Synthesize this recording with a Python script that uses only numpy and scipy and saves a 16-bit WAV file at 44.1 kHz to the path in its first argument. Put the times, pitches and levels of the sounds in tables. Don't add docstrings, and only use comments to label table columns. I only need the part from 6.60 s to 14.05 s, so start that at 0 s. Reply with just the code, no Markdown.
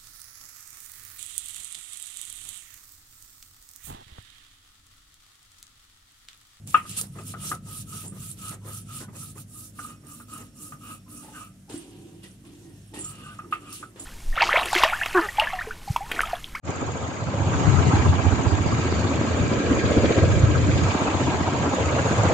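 import sys
import numpy as np
from scipy import signal
from scipy.io import wavfile

SR = 44100
rng = np.random.default_rng(int(sys.argv[2]) if len(sys.argv) > 2 else 0)


def dump_mix(stems):
    frames = np.atleast_2d(stems).T
    limited = np.clip(frames, -1, 1)
    pcm = np.round(limited * 32767).astype(np.int16)
    wavfile.write(sys.argv[1], SR, pcm)


N = 328545
SWITCH_S = 2.75


def from_db(db):
    return 10 ** (np.asarray(db) / 20)


def rms_one(x):
    return x / np.sqrt(np.mean(x ** 2) + 1e-20)


def in_time(rows):
    s, *columns = np.transpose(rows)
    return [np.interp(np.arange(N) / SR, s, c) for c in columns]


def at_hz(points, hz):
    points = np.array(points)
    return np.interp(np.log(hz), np.log(points[:, 0]), points[:, 1])


def sides(lean_db):
    return from_db(np.array([lean_db, -lean_db]) / 2)


def later(x, lag):
    return np.array([x[0], np.r_[np.zeros(lag), x[1, :-lag]]])


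def white():
    return rng.standard_normal((2, 2, N))


def drift(corner_hz):
    r = np.exp(-80 * np.pi * corner_hz / SR)
    noise = rng.standard_normal(N // 40 + 2002)
    slow = signal.lfilter([1], [1, -2 * r, r * r], noise)[2000:]
    return np.interp(np.arange(N) / 40, np.arange(len(slow)), rms_one(slow))


def ring(clicks, hz, t60):
    r, w = from_db(-60 / (t60 * SR)), 2 * np.pi * hz / SR
    return signal.lfilter([0, np.sin(w)], [1, -2 * r * np.cos(w), r * r], clicks + 1e-18)


def grains(per_s, spread_db):
    sizes = from_db(spread_db * np.minimum(rng.exponential(1, (2, N)), 5))
    signs = rng.choice([-1, 1], (2, N))
    return rms_one(sizes * signs * (rng.random((2, N)) < per_s / SR))


# frequency in Hz, left-right likeness from -1 to 1.
LIKENESS = [(100, 0.95), (300, 0.96), (700, 0.73), (1500, 0.14), (3000, 0.38), (8000, 0.1), (14000, 0.13)]
# frequency in Hz, left-right difference in dB.
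LEAN = [(100, -0.5), (400, 1.5), (1200, -4), (3000, 2), (9000, -3.5), (14000, -5.5)]


def coloured(spectrum, patchy_db, drive):
    out, together = 0, drift(5.9)
    low, high = spectrum[0][0], min(spectrum[-1][0], 19000)
    edges = np.geomspace(low, high, num=2 + int(3 * np.log2(high / low)))
    for k, band in enumerate(zip(edges, edges[1:])):
        band_pass = signal.butter(2, band, "band", fs=SR, output="sos")
        mid, side = signal.sosfilt(band_pass, drive[k % 2])
        hz = np.sqrt(band[0] * band[1])
        alike = np.clip(at_hz(LIKENESS, hz), -1, 1)
        flicker_db = patchy_db * (.5 * together + drift(17.0))
        gain = from_db(at_hz(spectrum, hz) + flicker_db)
        pair = np.sqrt(1 + alike) * mid + np.sqrt(1 - alike) * side * [[1], [-1]]
        out = out + gain * pair * sides(at_hz(LEAN, hz))[:, None]
    return rms_one(out)


def swell(s, hold_s, rise_s, fade_db_per_s):
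    late = np.arange(0, N, 32) / SR - np.asarray(s)[:, None]
    rise = np.sin(np.pi / 2 * np.clip(late / rise_s + 1, 0, 1)) ** 2
    after_hold = np.maximum(late - np.reshape(hold_s, (-1, 1)), 0)
    return rise * from_db(-after_hold * np.reshape(fade_db_per_s, (-1, 1)))


def level(rest_db, *groups):
    power = from_db(rest_db) ** 2 + sum(from_db(db) ** 2 @ shape ** 2 for shape, db in groups)
    return np.interp(np.arange(N) / 32, np.arange(len(power)), np.sqrt(power))


# fastest moment in seconds, speeding up in seconds, slowing in seconds, grit hiss in dB,
# dull rub in dB, roller song in dB, song gain over the stroke in dB, slab boom in dB, main note in Hz.
STROKES = [(0.083, 0.025, 0.26, -40, -49.5, -74, -9, -72, 1260),
           (0.315, 0.11, 0.22, -39, -44.5, -62, 10, -72, 1280),
           (0.38, 0.037, 0.054, -28.5, -39, -42, -8.5, -58, 1260.0),
           (0.63, 0.18, 0.25, -47, -56, -49, -21, -60, 1270),
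           (0.69, 0.061, 0.092, -37, -48, -75, 5, -55, 1270),
           (0.874, 0.15, 0.15, -34, -44, -35.5, -22, -63, 1270.0),
           (1.192, 0.22, 0.084, -37.5, -49.5, -29, -57, -60, 1270),
           (1.392, 0.19, 0.14, -36, -47.5, -33.5, -32, -63, 1290),
           (1.669, 0.21, 0.13, -39, -52.5, -48, -17, -72, 1280.0),
           (1.878, 0.16, 0.13, -36.5, -47, -39, -14.5, -64, 1270.0),
           (2.148, 0.17, 0.13, -38, -51, -36.5, -31, -62, 1290),
           (2.375, 0.16, 0.12, -37, -46.5, -23.5, -58, -53.5, 1290.0),
           (2.632, 0.15, 0.15, -40, -52, -50.5, -7, -57, 1310.0),
           (2.798, 0.072, 0.064, -43, -57.5, -67, -22, -53.5, 1260.0),
           (2.996, 0.17, 0.17, -42.5, -65, -54, -10, -54, 1240.0),
           (3.244, 0.15, 0.17, -43, -55.5, -51, 9.5, -49.5, 1240.0),
           (3.538, 0.15, 0.18, -46.5, -63, -38, -32, -51.5, 1230.0),
           (3.74, 0.11, 0.23, -43.5, -57, -43.5, -4.5, -49, 1260.0),
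           (4.042, 0.14, 0.2, -44.5, -63, -44.5, -20, -49.5, 1250.0),
           (4.295, 0.16, 0.14, -42.5, -54.5, -40, -5.5, -46.5, 1240.0),
           (4.548, 0.11, 0.26, -45.5, -75, -56.5, 7.5, -48.5, 1250.0),
           (4.783, 0.11, 0.18, -46, -56.5, -46.5, 5.5, -53, 1240.0),
           (6.479, 0.13, 0.21, -45.5, -64, -46.5, -4, -73, 1250),
           (6.68, 0.37, 0.19, -57.5, -51.5, -48, -3, -54.5, 1250),
           (7.07, 0.15, 0.2, -60, -57, -52.5, 7, -74, 1240),
           (7.135, 0.11, 0.21, -44, -48, -60, -13, -67, 1240.0)]
# start in seconds, hold in seconds, fade in dB per second,
# hiss in dB, dull rub in dB, slab shake in dB.
TOUCHES = [(0.292, 0.013, 148.5, -36, -45, -76), (0.389, 0.0063, 305, -33, -55, -66),
           (0.409, 0.0033, 403, -32, -61, -70), (1.77, 0.019, 151, -53, -62, -68),
           (4.615, 0.1, 152, -50.5, -57.5, -62.5), (5.094, 0.071, 171, -42.5, -48, -50),
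           (5.188, 0.032, 23, -52.5, -54, -66), (5.63, 0.0081, 193.5, -46.5, -47, -55.5),
           (5.832, 0.021, 92, -63, -76, -80.5), (5.848, 0.016, 124.5, -67, -54, -58.5),
           (5.914, 0.41, 58, -59, -64.5, -72.5), (6.336, 0.045, 139, -45, -44.5, -46),
           (6.506, 0.03, 16, -56.5, -62, -54), (6.91, 0.023, 197, -50.5, -49.5, -52),
           (7.124, 0.021, 190, -37.5, -61, -68), (7.357, 0.026, 69, -55, -52, -50.5),
           (7.391, 0.037, 157, -45, -60, -65)]
# full level in seconds, hold in seconds, level in dB.
BUMPS = [(0.078, 0.0083, -54), (0.149, 0.0032, -39), (0.24, .01, -53.5), (0.421, 0.015, -48.5),
         (0.559, 0.047, -48.5), (0.682, 0.0079, -57.5), (0.74, 0.035, -52), (0.84, 0.0092, -48.5),
         (0.92, 0.019, -42.5), (1.064, 0.052, -54.5), (1.343, 0.01, -52.5), (1.447, 0.015, -47.5),
         (1.526, 0.044, -53), (1.92, 0.024, -45), (2.053, 0.042, -47), (2.412, 0.018, -44.5),
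         (2.487, 0.0077, -50.5), (2.536, 0.032, -50.5), (2.762, 0.0064, -51.5), (3.196, 0.017, -58),
         (3.297, 0.024, -53.5), (3.44, 0.025, -60), (3.79, 0.041, -51.5), (4.125, 0.023, -56),
         (4.288, 0.037, -69), (4.646, 0.058, -56.5), (4.76, 0.013, -51.5), (7.22, 0.017, -53)]
HISS_POWER, RUB_POWER, SONG_POWER, BOOM_POWER = 2.78, 2.35, 4.54, 1.3
REST_HISS_DB, REST_RUB_DB, REST_SONG_DB, REST_SHAKE_DB, REST_BOOM_DB = -64.5, -68.5, -99, -71, -61.5
SCRAPE_RISE_S, BUMP_RISE_S, BUMP_FADE_DB_PER_S = 0.0039, .015, 396.5
SHAKE_UNDER_RUB_DB = -17.5


def stroke_gains():
    fastest, rise_s, fall_s, hiss_db, rub_db, song_db, gain_db, boom_db, _ = np.transpose(STROKES)
    t = np.arange(0, N, 32) / SR
    strokes_s = zip(fastest - rise_s, fastest, fastest + fall_s)
    done = np.array([np.interp(t, knots, [0, .5, 1]) for knots in strokes_s])
    speed = np.maximum(np.sin(np.pi * done), 0) * (done < 1)
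    s, hold_s, fade, scrape_db, scrape_rub_db, scrape_shake_db = np.transpose(TOUCHES)
    scrape = swell(s + SCRAPE_RISE_S, hold_s, SCRAPE_RISE_S, fade)
    bump_s, bump_hold_s, bump_db = np.transpose(BUMPS)
    bump = swell(bump_s, bump_hold_s, BUMP_RISE_S, BUMP_FADE_DB_PER_S)
    song_shape = speed ** SONG_POWER * from_db(gain_db[:, None] * done)
    return (level(REST_HISS_DB, (speed ** HISS_POWER, hiss_db), (scrape, scrape_db)),
            level(REST_RUB_DB, (speed ** RUB_POWER, rub_db), (scrape, scrape_rub_db)),
            level(REST_SONG_DB, (song_shape, song_db)),
            level(REST_SHAKE_DB, (speed, rub_db + SHAKE_UNDER_RUB_DB), (scrape, scrape_shake_db), (bump, bump_db)),
            level(REST_BOOM_DB, (speed ** BOOM_POWER, boom_db)))


# frequency in Hz, relative level in dB per Hz.
GRIT = [(2350, -47), (4000, -11), (4360, -19), (5280, -10.5), (5730, -7), (7140, -3.5), (8300, 1),
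        (9220, 3), (10400, -0.5), (14900, -11.5), (15600, -17), (16000, -27)]
CLICKS_PER_S, RING_CYCLES = 1300, 90
BRIGHT_LEAN_DB = -4.5


def tonal_hiss():
    clicks = grains(CLICKS_PER_S, spread_db=4.5) * from_db(5.0 * drift(45))
    dealt = rng.integers(0, 36, N)
    out = 0
    for k, hz in enumerate(np.geomspace(4000, 14500, 36)):
        gain = from_db(at_hz(GRIT, hz)) * np.sqrt(hz)
        out = out + gain * ring(clicks * (dealt == k), hz, RING_CYCLES / hz)
    return rms_one(out) * sides(BRIGHT_LEAN_DB)[:, None]


def wet(hiss, dull_db):
    damped = signal.sosfilt(signal.butter(2, 9500.0, fs=SR, output="sos"), hiss)
    share = np.clip((dull_db + 14) / 14, 0, 1)
    return (1 - share) * hiss + share * damped


# frequency in Hz, relative level in dB per Hz.
DULL = [(940, -56.5), (1600, -7), (2230, -7), (2960, 10), (3220, 3), (4350, -9), (5000, -6.5),
        (6500, -34.5), (11000, -120)]
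# frequency in Hz, mean level in dB, t60 in seconds.
RUB_NOTES = [(2713, -22, 0.034), (2835, -17.5, 0.02)]
NOTES_WITH_SONG_DB = [-19, -2]
TONAL_HISS_DB = -9
JUDDER_DB, JUDDER_HZ = 0.57, 84


def grinding(hiss, rub, song):
    sand = np.array([grains(per_s=7400.0, spread_db=-0.5), grains(per_s=8300.0, spread_db=-1.0)])
    bright = coloured(GRIT, 2.63, sand) + from_db(TONAL_HISS_DB) * tonal_hiss()
    grit = hiss * wet(bright, 20 * np.log10(rub / hiss))
    grit += rub * from_db(-4.5) * coloured(DULL, 1.0, sand)
    before_db, after_db = NOTES_WITH_SONG_DB
    switched = np.arange(N) > SWITCH_S * SR
    notes_gain = rub + song * from_db(np.where(switched, after_db, before_db))
    grit += notes_gain * sum(from_db(db + 3.5 * drift(12)) * rms_one(ring(sand[1], hz, t60))
                             for hz, db, t60 in RUB_NOTES)
    return grit * from_db(JUDDER_DB * drift(JUDDER_HZ))


# frequency in Hz, relative level in dB, t60 in seconds.
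ROLLER = [(684, -31, 0.055), (1080, -32, .05), (1241, 3, 0.065), (1311, -12, 0.12), (1410, -16, 0.11),
          (1480, -14.5, 0.075), (1615, -12.5, 0.033), (1880, -28, 0.065), (2050, -23, .03),
          (2350, -24, 0.09), (2515, -17, .11), (2670, -14, 0.1), (2850, -26, 0.033), (2960, -38, .03)]


def sing(drive):
    crowd = from_db(1.0) * ring(drive, 2900.0, 0.038)
    return crowd + sum(from_db(.6 * db) * ring(drive, hz, 2.0 * t60) for hz, db, t60 in ROLLER)


def roller_ring(song):
    mid, side = rng.standard_normal((2, 2, N)) * from_db(1.8 * drift(25))
    friction = mid[:, None] + 0.3 * side[:, None] * [[1], [-1]]
    main_hz = in_time(np.array(STROKES)[:, [0, -1]])[0] * (1 + 0.013 * drift(12))
    turn = 2 * np.pi * np.cumsum(main_hz) / SR
    r = np.exp(-np.pi * 82.0 / SR)
    unit_gain = (1 - r * r) ** 1.5 / np.sqrt(1 + r * r)
    slow = signal.lfilter([unit_gain], [1, -2 * r, r * r], friction * song)
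    weak = sing(friction[0] * song) / np.sqrt(np.mean(sing(friction[0]) ** 2))
    return slow[0] * np.cos(turn) + slow[1] * np.sin(turn) + from_db(-3.5) * weak


# start in seconds,
# relative level in dB, hardness in dB, chatter in dB, brightness in dB.
KNOCKS = [(0.1432, -4.5, 3, -15, -30), (0.161, -20.5, 2, -13.5, -28), (0.251, -38, 8, -6, -45),
          (0.5855, -37.5, 8, -13, -27), (0.738, -32.5, 14, -8, -53), (0.9145, -22, 11, -24, -52),
          (0.929, -37, 5, -8, -45), (1.5217, -52, 6, -18, -29), (2.482, -49.5, -1, -9, -31),
          (2.5492, -52, 11, -24, -18), (2.775, -43.5, 9.5, -20, -24), (3.1884, -30, 12, -20, -49),
          (3.246, -33.5, -3, -29, -36), (3.599, -42, 15, -9, -42), (4.121, -34.5, 7, -5, -40),
          (4.478, -54, 0, -1, -30), (6.789, -28.5, 5, -14, -34), (6.843, -43.5, 1, -17, -42),
          (6.924, -16, 3, -15, -26.5), (7.227, -31.5, 12, -17, -55)]
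KNOCK_LEAN_DB = [3.5, -1.3]
HARD_DAMPS = 0.45


def knocks():
    out, length = np.zeros((2, N)), SR // 5
    t = np.arange(length) / SR
    chance = rng.standard_normal((len(KNOCKS), 2, len(ROLLER), 1))
    rough = rng.standard_normal((len(KNOCKS), 2, length))
    hz, level_db, t60 = np.transpose(ROLLER)[:, :, None]
    weak, upper = level_db < -5, hz > 2000
    contact = np.sin(np.pi / 2 * np.minimum(t / 0.0024, 1)) ** 2
    clack = signal.butter(4, [1700, 3000], "band", fs=SR, output="sos")
    thud = signal.butter(2, [550, 2100], "band", fs=SR, output="sos")
    for (s, knock_db, hard_db, chatter_db, bright_db), own, noise in zip(KNOCKS, chance, rough):
        damping = from_db(HARD_DAMPS * max(hard_db, 0) * ~weak)
        decay = np.maximum(t - 0.0073 * ~weak, 0) * damping
        lift_db = weak * (hard_db + 2 * own) + upper * (bright_db + 25.0)
        gain = from_db(level_db + lift_db - 60 * decay / t60)
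        note = np.sum(gain * np.sin(2 * np.pi * hz * t), axis=1)
        chatter = rms_one(ring(noise, 1250.0, 0.07))
        chatter += from_db(bright_db + 25) * rms_one(signal.sosfilt(clack, noise))
        note += from_db(chatter_db - 60 * t / 0.19) * chatter
        slab_answer = rms_one(signal.sosfilt(thud, noise[0]))
        note += from_db(hard_db - 20.0 - 60 * t / 0.072) * slab_answer
        lean = sides(KNOCK_LEAN_DB[int(s > SWITCH_S)])[:, None]
        at = round(s * SR)
        out[:, at:at + length] += from_db(knock_db - 3.0) * lean * note * contact
    return out


# full level in seconds, hold in seconds, level in dB,
# frequency in Hz, t60 of the resonance in seconds.
GROANS = [(2.027, 0.036, -59.5, 1020, 0.037), (2.418, 0.028, -53.5, 1037, 0.03),
          (2.419, 0.028, -51.5, 1476, 0.058), (4.477, 0.018, -62.5, 1040, 0.065),
          (4.646, 0.077, -54.5, 862, 0.043), (4.75, 0.032, -49.5, 1520, 0.027),
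          (5.098, .02, -51.5, 870, 0.033), (5.638, .015, -60, 2850, .05), (5.654, .015, -57, 1950, .06),
          (5.855, .015, -65, 1100, .05), (6.065, .05, -68, 1870, .08), (6.13, .07, -75, 1820, .08),
          (6.215, .035, -70, 1780, .08), (6.555, 0.16, -56, 2804, 0.02), (6.345, 0.029, -51.5, 850, 0.054),
          (6.351, 0.036, -53, 1868, 0.059), (6.653, 0.083, -54.5, 1510, .07)]


def groans():
    noise = rng.standard_normal(N)
    out = 0
    for s, hold_s, db, hz, t60 in GROANS:
        gain = level(-120, (swell([s], hold_s, 0.025, 640), [db]))
        out = out + gain * rms_one(ring(noise, hz, t60))
    return out


# frequency in Hz, relative level in dB per Hz.
SHAKE = [(220, -3.5), (380, 1), (630, -7), (918, -10), (1110, -2), (1240, -12), (1750, -13.5), (1900, -11),
         (2470, -41.5), (4180, -120)]


def slab_shake(shake):
    return shake * coloured(SHAKE, 2.2, white())


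def boom(gain, modes):
    noise = rng.standard_normal(N)
    return gain * rms_one(sum(from_db(db) * ring(noise, hz, t60) for hz, db, t60 in modes))


# frequency in Hz, relative level in dB, t60 in seconds.
SLAB = [(189.7, -27.5, 0.96), (244.5, 5.5, 0.09), (290.5, -3.5, 0.16), (427, -20.5, 0.18),
        (524, -16.5, 0.1206)]


def slab_drone(slab_boom):
    return boom(slab_boom, SLAB)


# start in seconds, relative level in dB, pitch in Hz.
SNAPS = [(0.0748, -20, 9710), (0.1281, -23, 9850), (0.1435, -24, 9000), (0.1755, -23, 7750),
         (0.295, -21, 8840), (0.3777, -11, 8000), (0.39, -13, 7040), (0.4135, -6, 8630),
         (0.6823, -28, 9740), (0.8135, -23, 9250), (2.7816, -27, 9280), (4.5057, -34, 10300),
         (5.0928, -38, 5460), (5.6351, -40, 8280), (5.8514, -42, 9260), (6.3385, -38, 8670),
         (6.9122, -39, 9740), (7.1282, -25, 10200), (7.3667, -47, 7180)]


def snaps():
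    out, t = np.zeros(N), np.arange(SR // 20) / SR
    puffs = rng.standard_normal((len(SNAPS), len(t)))
    for (s, db, hz), puff in zip(SNAPS, puffs):
        wide = signal.butter(2, [hz / 2.5, min(hz * 1.6, 15500)], "band", fs=SR)
        crack = np.sin(2 * np.pi * hz * t) * np.exp(-t / .00025)
        fizz_fade = .5 * np.exp(-t / 0.00033) + 0.046 * np.exp(-t / 0.0042)
        fizz = signal.lfilter(*wide, puff) * fizz_fade
        at = round(s * SR)
        out[at:at + len(t)] += from_db(db - 3.0) * (crack + fizz)
    return out


# start in seconds, then relative level in dB of the low, middle and high bangle.
JINGLES = [(1.4544, -35, -39, -50), (1.476, -50, -39, -47), (1.497, -55, -41, -63), (5.134, -55, -48, -50),
           (5.174, -51, -37.5, -44), (5.6494, -62, -55, -65), (5.862, -70, -58, -56.5),
           (6.338, -55, -46, -56), (6.388, -32, -34, -35), (6.405, -40, -41, -44), (6.425, -48, -50, -50),
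           (6.442, -25, -38, -43), (6.487, -44, -34.5, -43), (6.51, -52, -51, -62),
           (7.396, -28, -43, -40.5), (7.416, -45, -45, -52), (7.436, -45, -44, -39)]
# frequency in Hz, relative level in dB, t60 in seconds.
BANGLES = [
    [(7210, 0, .06), (7310, -8, .04)],
    [(8250, -3, .04), (8420, -4, .03), (8560, -2, .045)],
    [(9780, -1, .05), (9980, -2, .03), (10150, -6, .03)],
]


def jingles(gain_db, spread_db, rattle_s):
    at, out = [round(row[0] * SR) for row in JINGLES], np.zeros(N)
    fade = np.exp(-np.arange(SR // 10) / (rattle_s * SR))
    fade = fade / np.sqrt(np.sum(fade ** 2))
    for k, modes in enumerate(BANGLES):
        touch_db = np.array(JINGLES)[:, 1 + k]
        chance = rng.standard_normal((len(JINGLES), len(modes)))
        for (hz, mode_db, t60), own in zip(modes, chance.T):
            clicks = np.zeros(N)
            clicks[at] = from_db(touch_db + mode_db + gain_db + spread_db * own)
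            contacts = signal.fftconvolve(clicks, fade)[:N] * rng.standard_normal(N)
            out += ring(contacts, hz, t60)
    return out


# start in seconds, level of the push in dB.
BOWL_TAPS = [(5.141, -30), (6.375, -36)]
# frequency in Hz, relative level in dB, t60 in seconds.
BOWL = [(298, -2, .11), (336, 0, .13), (372, -13, .08), (748, -17, .09), (947, -22, .1)]


def bowl_taps():
    push, soft = np.zeros(N), np.hanning(SR // 600)
    for s, db in BOWL_TAPS:
        at = round(s * SR)
        push[at:at + len(soft)] = from_db(db) * soft / soft.sum()
    return sum(from_db(db) * ring(push, hz, 1.45 * t60) for hz, db, t60 in BOWL)


# full level in seconds, hold in seconds, level in dB.
SLOSHES = [(5.125, 0.011, -45), (5.266, 0.27, -47.5), (5.65, 0.015, -58.5), (5.878, 0.039, -51.5),
           (6.03, 0.088, -51.5), (6.349, 0.01, -47.5), (6.56, 0.013, -67), (6.862, 0.032, -47),
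           (7.047, 0.012, -48.5), (7.224, 0.015, -52), (7.433, 0.022, -47)]
SLOSH_RISE_S, SLOSH_FADE_DB_PER_S = 0.066, 87


def slosh():
    s, hold_s, db = np.transpose(SLOSHES)
    return boom(level(-92, (swell(s, hold_s, SLOSH_RISE_S, SLOSH_FADE_DB_PER_S), db)), BOWL)


# full level in seconds, hold in seconds, level in dB.
CRICKET_BOUTS = [(3.24, 1.25, -73.5), (6.15, .8, -74.5)]
CRICKET_HZ, TRILL_HZ, PULSE_S = 5520, 21.35, 5.2


def cricket():
    t = np.arange(N) / SR
    throb = np.maximum(np.cos(2 * np.pi * TRILL_HZ * (t - PULSE_S)), 0)
    s, hold_s, db = np.transpose(CRICKET_BOUTS)
    gain = level(-100.5, (swell(s, hold_s, 0.082, 300), db))
    whistle = np.sin(2 * np.pi * CRICKET_HZ * t)
    return gain * rms_one((throb + 0.32) * from_db(1.5 * drift(25)) * whistle)


KITCHEN_T60_S, WALL_CUT_HZ, KITCHEN_DB = 0.19, 1100, -12.5


def kitchen(x):
    out, dull = np.zeros((2, N)), np.exp(-2 * np.pi * WALL_CUT_HZ / SR)
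    lags = (rng.uniform(0.012, 0.033, 16) * SR).astype(int)
    for k, lag in enumerate(lags):
        loop, gain, state = x.copy(), from_db(-60 * lag / SR / KITCHEN_T60_S), [0.]
        for i in range(lag, N, lag):
            back, state = signal.lfilter([gain * (1 - dull)], [1, -dull], loop[i - lag:i], zi=state)
            loop[i:i + lag] += back[:N - i]
        out[k % 2] += (loop - x) * (-1) ** (k // 2)
    return out


# start in seconds, level in dB, pitch in Hz.
LOW_SWELLS = [(0.086, -32, 144), (0.312, -32, 137), (0.664, -37, 176), (1.3, -36, 121), (1.378, -42, 151),
              (1.521, -27.5, 196), (1.621, -38, 135), (1.905, -28, 181), (2.483, -26.5, 193)]
LOW_SWELL_CYCLES = 7.8


def low_swells():
    out, t = np.zeros(N), np.arange(SR // 8) / SR
    for s, db, hz in LOW_SWELLS:
        at = round(s * SR)
        onset = np.minimum(t / 0.0027, 1)
        fade = from_db(db - 60 * t * hz / LOW_SWELL_CYCLES)
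        out[at:at + len(t)] += fade * np.sin(2 * np.pi * hz * t) * onset
    return out


HUM_HZ, HUM_HALF_DB = 102.9, -61


def hum(hum_db):
    turn = 2 * np.pi * np.cumsum(HUM_HZ * (1 + 0.0046 * drift(5.8))) / SR
    wobble = from_db(1.95 * drift(4.4))
    lines = from_db(hum_db) * np.sin(turn) + from_db(HUM_HALF_DB) * np.sin(turn / 2)
    return np.sqrt(2) * wobble * lines


# frequency in Hz, relative level in dB per Hz.
RUMBLE = [(18, -56.5), (30, -41), (81, 0), (102, 3), (146, 6), (214, -5.5), (326, -13.5), (380, -26),
          (420, -19), (550, -46), (920, -120)]
# frequency in Hz, relative level in dB, t60 in seconds.
ROOM_NOTES = [(104.14, -3, 0.46), (139.8, 1.5, 0.14), (164.1, -6, 0.49), (191.1, 0, 0.67),
              (212.8, -14, 0.67)]
# time in seconds, relative rumble level in dB, mean hum level in dB.
LOWS = [(0, -45.5, -52), (.5, -43, -45.5), (1.1, -42.5, -51.5), (1.5, -41.5, -50), (2.1, -45.5, -46.5),
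        (2.7, -45, -52), (2.9, -51.5, -51), (4.6, -51.5, -57.5), (5.1, -53, -57.5), (5.7, -49, -57),
        (6.3, -51, -53), (6.45, -47, -54), (7.0, -51, -57), (7.45, -57, -56.5)]
RUMBLE_DB, ROOM_NOTES_DB = -1.5, -5


def low_background():
    rumble_db, hum_db = in_time(LOWS)
    rumble = from_db(rumble_db + RUMBLE_DB) * coloured(RUMBLE, 1.4, white())
    room_notes = boom(from_db(rumble_db + ROOM_NOTES_DB), ROOM_NOTES)
    return rumble + room_notes + hum(hum_db)


# frequency in Hz, relative level in dB per Hz.
AIR = [(240, -54), (400, -34), (481, -22.5), (616, -19), (719, -3.5), (814, -47), (1330, -17), (3580, -28),
       (5780, -21.5), (11000, -21), (16000, -42.5)]
AIR_DB = -64


def air():
    return from_db(AIR_DB) * coloured(AIR, 0.426, white())


STONE_LAG, GRIT_LAG = 5, 9


def scene():
    hiss, rub, song, shake, slab_boom = stroke_gains()
    grit = grinding(hiss, rub, song)
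    blows = knocks() + roller_ring(song) + groans()
    bright = snaps() + jingles(gain_db=1.5, spread_db=2.5, rattle_s=0.018) + cricket()
    middle = bowl_taps() + slosh() + slab_drone(slab_boom) + low_swells()
    room = from_db(KITCHEN_DB) * kitchen(blows.mean(axis=0) + bright + middle)
    stone = later(slab_shake(shake) + blows + middle * sides(-1.2)[:, None], STONE_LAG)
    treble = later(grit + bright * sides(BRIGHT_LEAN_DB)[:, None], GRIT_LAG)
    return stone + treble + room + low_background() + air()


def record(dry):
    bass_cut = signal.sosfilt(signal.butter(2, 40.0, "high", fs=SR, output="sos"), dry)
    top_cut = signal.ellip(12, .5, 80, 15700, fs=SR, output="sos")
    return signal.sosfilt(top_cut, bass_cut)


dry = scene()
out = record(dry)
dump_mix(out)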